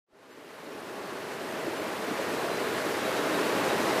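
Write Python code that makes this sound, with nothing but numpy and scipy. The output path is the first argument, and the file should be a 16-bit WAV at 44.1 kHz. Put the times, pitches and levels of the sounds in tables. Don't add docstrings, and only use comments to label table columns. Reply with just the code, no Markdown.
import sys
import numpy as np
from scipy import signal
from scipy.fft import rfft, irfft
from scipy.io import wavfile
from scipy.ndimage import uniform_filter1d

SR = 44100
rng = np.random.default_rng(int(sys.argv[2]) if len(sys.argv) > 2 else 0)


def file_out(sig):
    cols = np.atleast_2d(sig).T
    lim = np.clip(cols, -1, 1)
    pcm = np.round(lim * 32767).astype(np.int16)
    wavfile.write(sys.argv[1], SR, pcm)


def linear_from_db(decibels):
    return 10 ** (np.asarray(decibels, float) / 20)


N = 176400

# f/Hz, spectral level/dB
WATER_SPECTRUM = [(20, -43), (58, -36), (100, -16), (240, -6), (414, -2.5), (660, -4), (720, -9),
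                  (1700, -10.5),
                  (2200, -14.5), (2800, -17), (3500, -20.5), (4200, -21), (5200, -24.5), (7000, -28),
                  (11000, -30.5), (14900, -34)]
# f/Hz, bandwidth/Hz, amplitude lift/1
HOLLOWS = [(275, 23, 0.25), (412, 48, 0.58), (630, 30, 0.51), (827, 62, 0.69), (1060, 210, 0.32)]
# t/s, level/dB
FLOW_SURGES = [(0, 1), (.3, -0.5), (.55, -1.5), (.75, -0.5), (1, 0), (1.25, -0.5), (1.48, -0.5),
               (1.68, -0.5), (1.9, -0.5), (2.15, -0.5), (2.4, -0.5), (2.65, -1), (2.9, -1), (3.15, -.5),
               (3.4, -0.5), (3.6, 0), (3.8, -0.5), (4, -0.5)]
# f/Hz, share/1
SURGE_SHARE = [(100, 0.46), (400, 3.3), (2000, 0.2), (10000, 0.22)]
# rate/(1/s), lowest f/Hz, highest f/Hz, decay/cycles, level/dB
SWARMS = [
    (34.05, 270, 470, 26.2, -38),
    (120, 4070, 13200, 9.0, -54),
]
# t/s, f/Hz, level/dB, decay/cycles
GULPS = [
    (.128, 50, -23, 1.1),
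    (.67, 292, -28, 4.8),
    (.75, 300, -15, 7.5),
    (1.68, 330, -16, 8.4),
    (1.733, 830, -15, 9.0),
    (1.816, 300, -13, 7),
    (2.112, 270, -13.5, 7.9),
    (3.388, 950, -11.5, 4.8),
    (3.907, 800, -13.5, 8.6),
]
# t/s, lowest f/Hz, highest f/Hz, level/dB
SPLASHES = [(.49, 706, 1400, -29), (.66, 250, 516, -27), (.70, 248, 520, -22), (.975, 603, 1500, -27),
            (1.31, 1600, 2180, -26), (1.58, 300, 570, -24.5), (1.66, 302, 610, -23.5),
            (2.18, 450, 750, -22), (3.378, 650, 2180, -24)]
# t/s, f/Hz, level/dB, decay/cycles
DROPLETS = [
    (.721, 5300, -33, 45),
    (2.571, 4900, -29, 45),
    (3.409, 5000, -32, 45),
]
# t/s, duration/s, f/Hz, level/dB
BIRD_NOTES = [(1.02, .04, 4330, -47), (1.08, .035, 4330, -45), (1.15, .035, 4340, -46),
              (1.21, .04, 4330, -47), (2.365, .06, 4100, -46), (2.485, .105, 4080, -43),
              (2.64, .04, 4130, -46), (2.74, .03, 4100, -45), (2.94, .035, 3680, -45),
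              (3.035, .045, 3850, -43), (3.15, .065, 3810, -43), (3.325, .045, 3810, -42),
              (3.46, .05, 3810, -43), (3.63, .03, 3840, -46), (3.685, .04, 3850, -43),
              (3.89, .04, 3810, -44)]
# t/s, lowest f/Hz, highest f/Hz
DIFFUSE_BANDS = [(.325, 4650, 6950), (.325, 8900, 10400), (.742, 7600, 9700), (.742, 13700, 15100),
                 (.998, 11800, 13200), (1.115, 12300, 13900), (1.162, 13700, 15100), (1.301, 14400, 15100),
                 (1.393, 10300, 12400), (1.789, 5100, 7650), (1.789, 8900, 10450), (2.298, 8300, 9800),
                 (2.509, 6850, 9700), (2.509, 11700, 13150), (3.019, 7500, 11050), (3.252, 9600, 13100),
                 (3.623, 7500, 9700)]
# t/s from which it holds, highest f/Hz
TOP_STEPS = [(0, 13200), (.21, 14700), (.28, 15100), (3.67, 14300), (3.79, 14800), (3.84, 14300),
             (3.9, 14800), (3.96, 14300)]

BUBBLE_RISE = 0.14
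BUBBLE_SPREAD_DB = 1


def at_hz(points, hz):
    table_hz, values = np.array(points).T
    return np.interp(np.log(hz), np.log(table_hz), values)


def rms_one(x):
    return x / np.sqrt(np.mean(x ** 2) + 1e-20)


def drift(rate):
    pole = np.exp(-80 * np.pi * rate / SR)
    noise = rng.standard_normal(N // 40 + 2002)
    slow = signal.lfilter([1], [1, -2 * pole, pole * pole], noise)[2000:]
    return np.interp(np.arange(N) / 40, np.arange(len(slow)), rms_one(slow))


def water_gain(hz):
    lift = 1
    for centre, width, height in HOLLOWS:
        lift = lift + height / (1 + (2 * (hz - centre) / width) ** 2)
    return linear_from_db(at_hz(WATER_SPECTRUM, hz)) * lift


def band(x, low, high):
    hz = np.arange(N // 2 + 1) * SR / N
    return irfft(rfft(x) * ((hz >= low) & (hz < high)), N)


def add_bubble(out, s, hz, height, cycles):
    turns = np.arange(int(cycles * SR / hz)) * hz / SR
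    onset = np.minimum(turns / min(1, cycles / 4), 1)
    decay = np.exp(-4 * turns / cycles)
    phase = 2 * np.pi * turns * (1 + BUBBLE_RISE * turns / cycles)
    wave = height * onset * decay * np.sin(phase)
    start = int(s * SR)
    out[start:start + len(wave)] += wave[:len(out) - start]


def rush():
    hz = np.arange(N // 2 + 1) * SR / N + 1
    spectrum = rfft(rng.standard_normal(N)) * water_gain(hz)
    flow_db = np.interp(np.arange(N) / SR, *np.transpose(FLOW_SURGES))
    chop_db = 0.35 * drift(18)
    out = np.zeros(N)
    for octave in np.arange(4, 14.5, .5):
        share = np.clip(1 - 2 * abs(np.log2(hz) - octave), 0, 1)
        surge_db = at_hz(SURGE_SHARE, 2 ** octave) * flow_db
        patch_db = 0.5 * drift(19.0)
        out += irfft(spectrum * share, N) * linear_from_db(surge_db + chop_db + patch_db)
    return linear_from_db(-27) * rms_one(out)


def bubbles():
    rate_per_s, cycles = 900, 10.5
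    out = np.zeros(N)
    for when, size, loud, sign in rng.random((int(rate_per_s * N / SR), 4)):
        hz = 180 * 50 ** size
        scatter = linear_from_db(-BUBBLE_SPREAD_DB * np.log(loud + 0.039))
        height = water_gain(hz) * hz ** 0.6 * scatter
        add_bubble(out, when * (N - 1) / SR, hz, np.sign(sign - .5) * height, cycles)
    return linear_from_db(-34.5) * rms_one(out)


def swarms():
    out = np.zeros(N)
    for rate, low, high, cycles, level_db in SWARMS:
        part = np.zeros(N)
        for when, size, loud in rng.random((int(rate * N / SR), 3)):
            hz = low * (high / low) ** size
            scatter = linear_from_db(-BUBBLE_SPREAD_DB * np.log(loud + 0.065))
            add_bubble(part, when * (N - 1) / SR, hz, scatter, cycles)
        out += linear_from_db(level_db) * rms_one(part)
    return out


def gulps_and_droplets():
    out = np.zeros(N)
    for s, hz, level_db, cycles in GULPS + DROPLETS:
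        add_bubble(out, s, hz, linear_from_db(level_db), cycles)
    return out


def splashes():
    splash_s = .025
    out = np.zeros(N)
    for s, low, high, level_db in SPLASHES:
        for when, size in rng.random((12, 2)):
            add_bubble(out, s + splash_s * when, low * (high / low) ** size, linear_from_db(level_db), 9.0)
    return out


def bird():
    echo_s, echo_db = 0.094, -18
    t = np.arange(N) / SR
    wobbling_t = np.cumsum(1 + .004 * drift(40)) / SR
    out = np.zeros(N)
    for s, length, hz, level_db in BIRD_NOTES:
        progress = np.clip((t - s) / length, 0, 1)
        note = np.sin(np.pi * progress) ** 0.47
        echo = linear_from_db(echo_db) * np.exp(-np.maximum(t - s - length, 0) / echo_s) * progress
        out += linear_from_db(level_db) * (note + echo) * np.sin(2 * np.pi * hz * wobbling_t)
    return out


def scene():
    mono = rush() + bubbles() + swarms() + gulps_and_droplets() + splashes() + bird()
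    return np.tile(mono, (2, 1))


def roll_off(x):
    return signal.sosfilt(signal.butter(12, 15060, fs=SR, output="sos"), x)


def record(dry):
    fade_start_s, fade_full_s, fade_knee_s = 0.054, 4.2, 0.043
    diffuse_s, side_share = 0.053, 0.73
    t = np.arange(N) / SR
    since = np.maximum(t - fade_start_s, 0)
    fade = since / fade_full_s * (1 - np.exp(-since / fade_knee_s)) ** 2
    mid, side = dry[0].copy(), np.zeros(N)
    for s, low, high in DIFFUSE_BANDS:
        window = np.cos(np.pi * np.clip((t - s) / diffuse_s, -.5, .5)) ** 2
        part = band(dry[0], low, high)
        mid -= (1 - np.sqrt(1 - side_share ** 2)) * window * part
        side += side_share * window * np.roll(part, SR // 2)
    for (s, top_hz), (until, _) in zip(TOP_STEPS, TOP_STEPS[1:] + [(5, 0)]):
        active = uniform_filter1d(1. * (t >= s) * (t < until), size=300)
        mid -= band(dry[0], top_hz, SR / 2) * active
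    return roll_off(fade * np.array([mid + side, mid - side]))


dry = scene()
out = record(dry)
file_out(out)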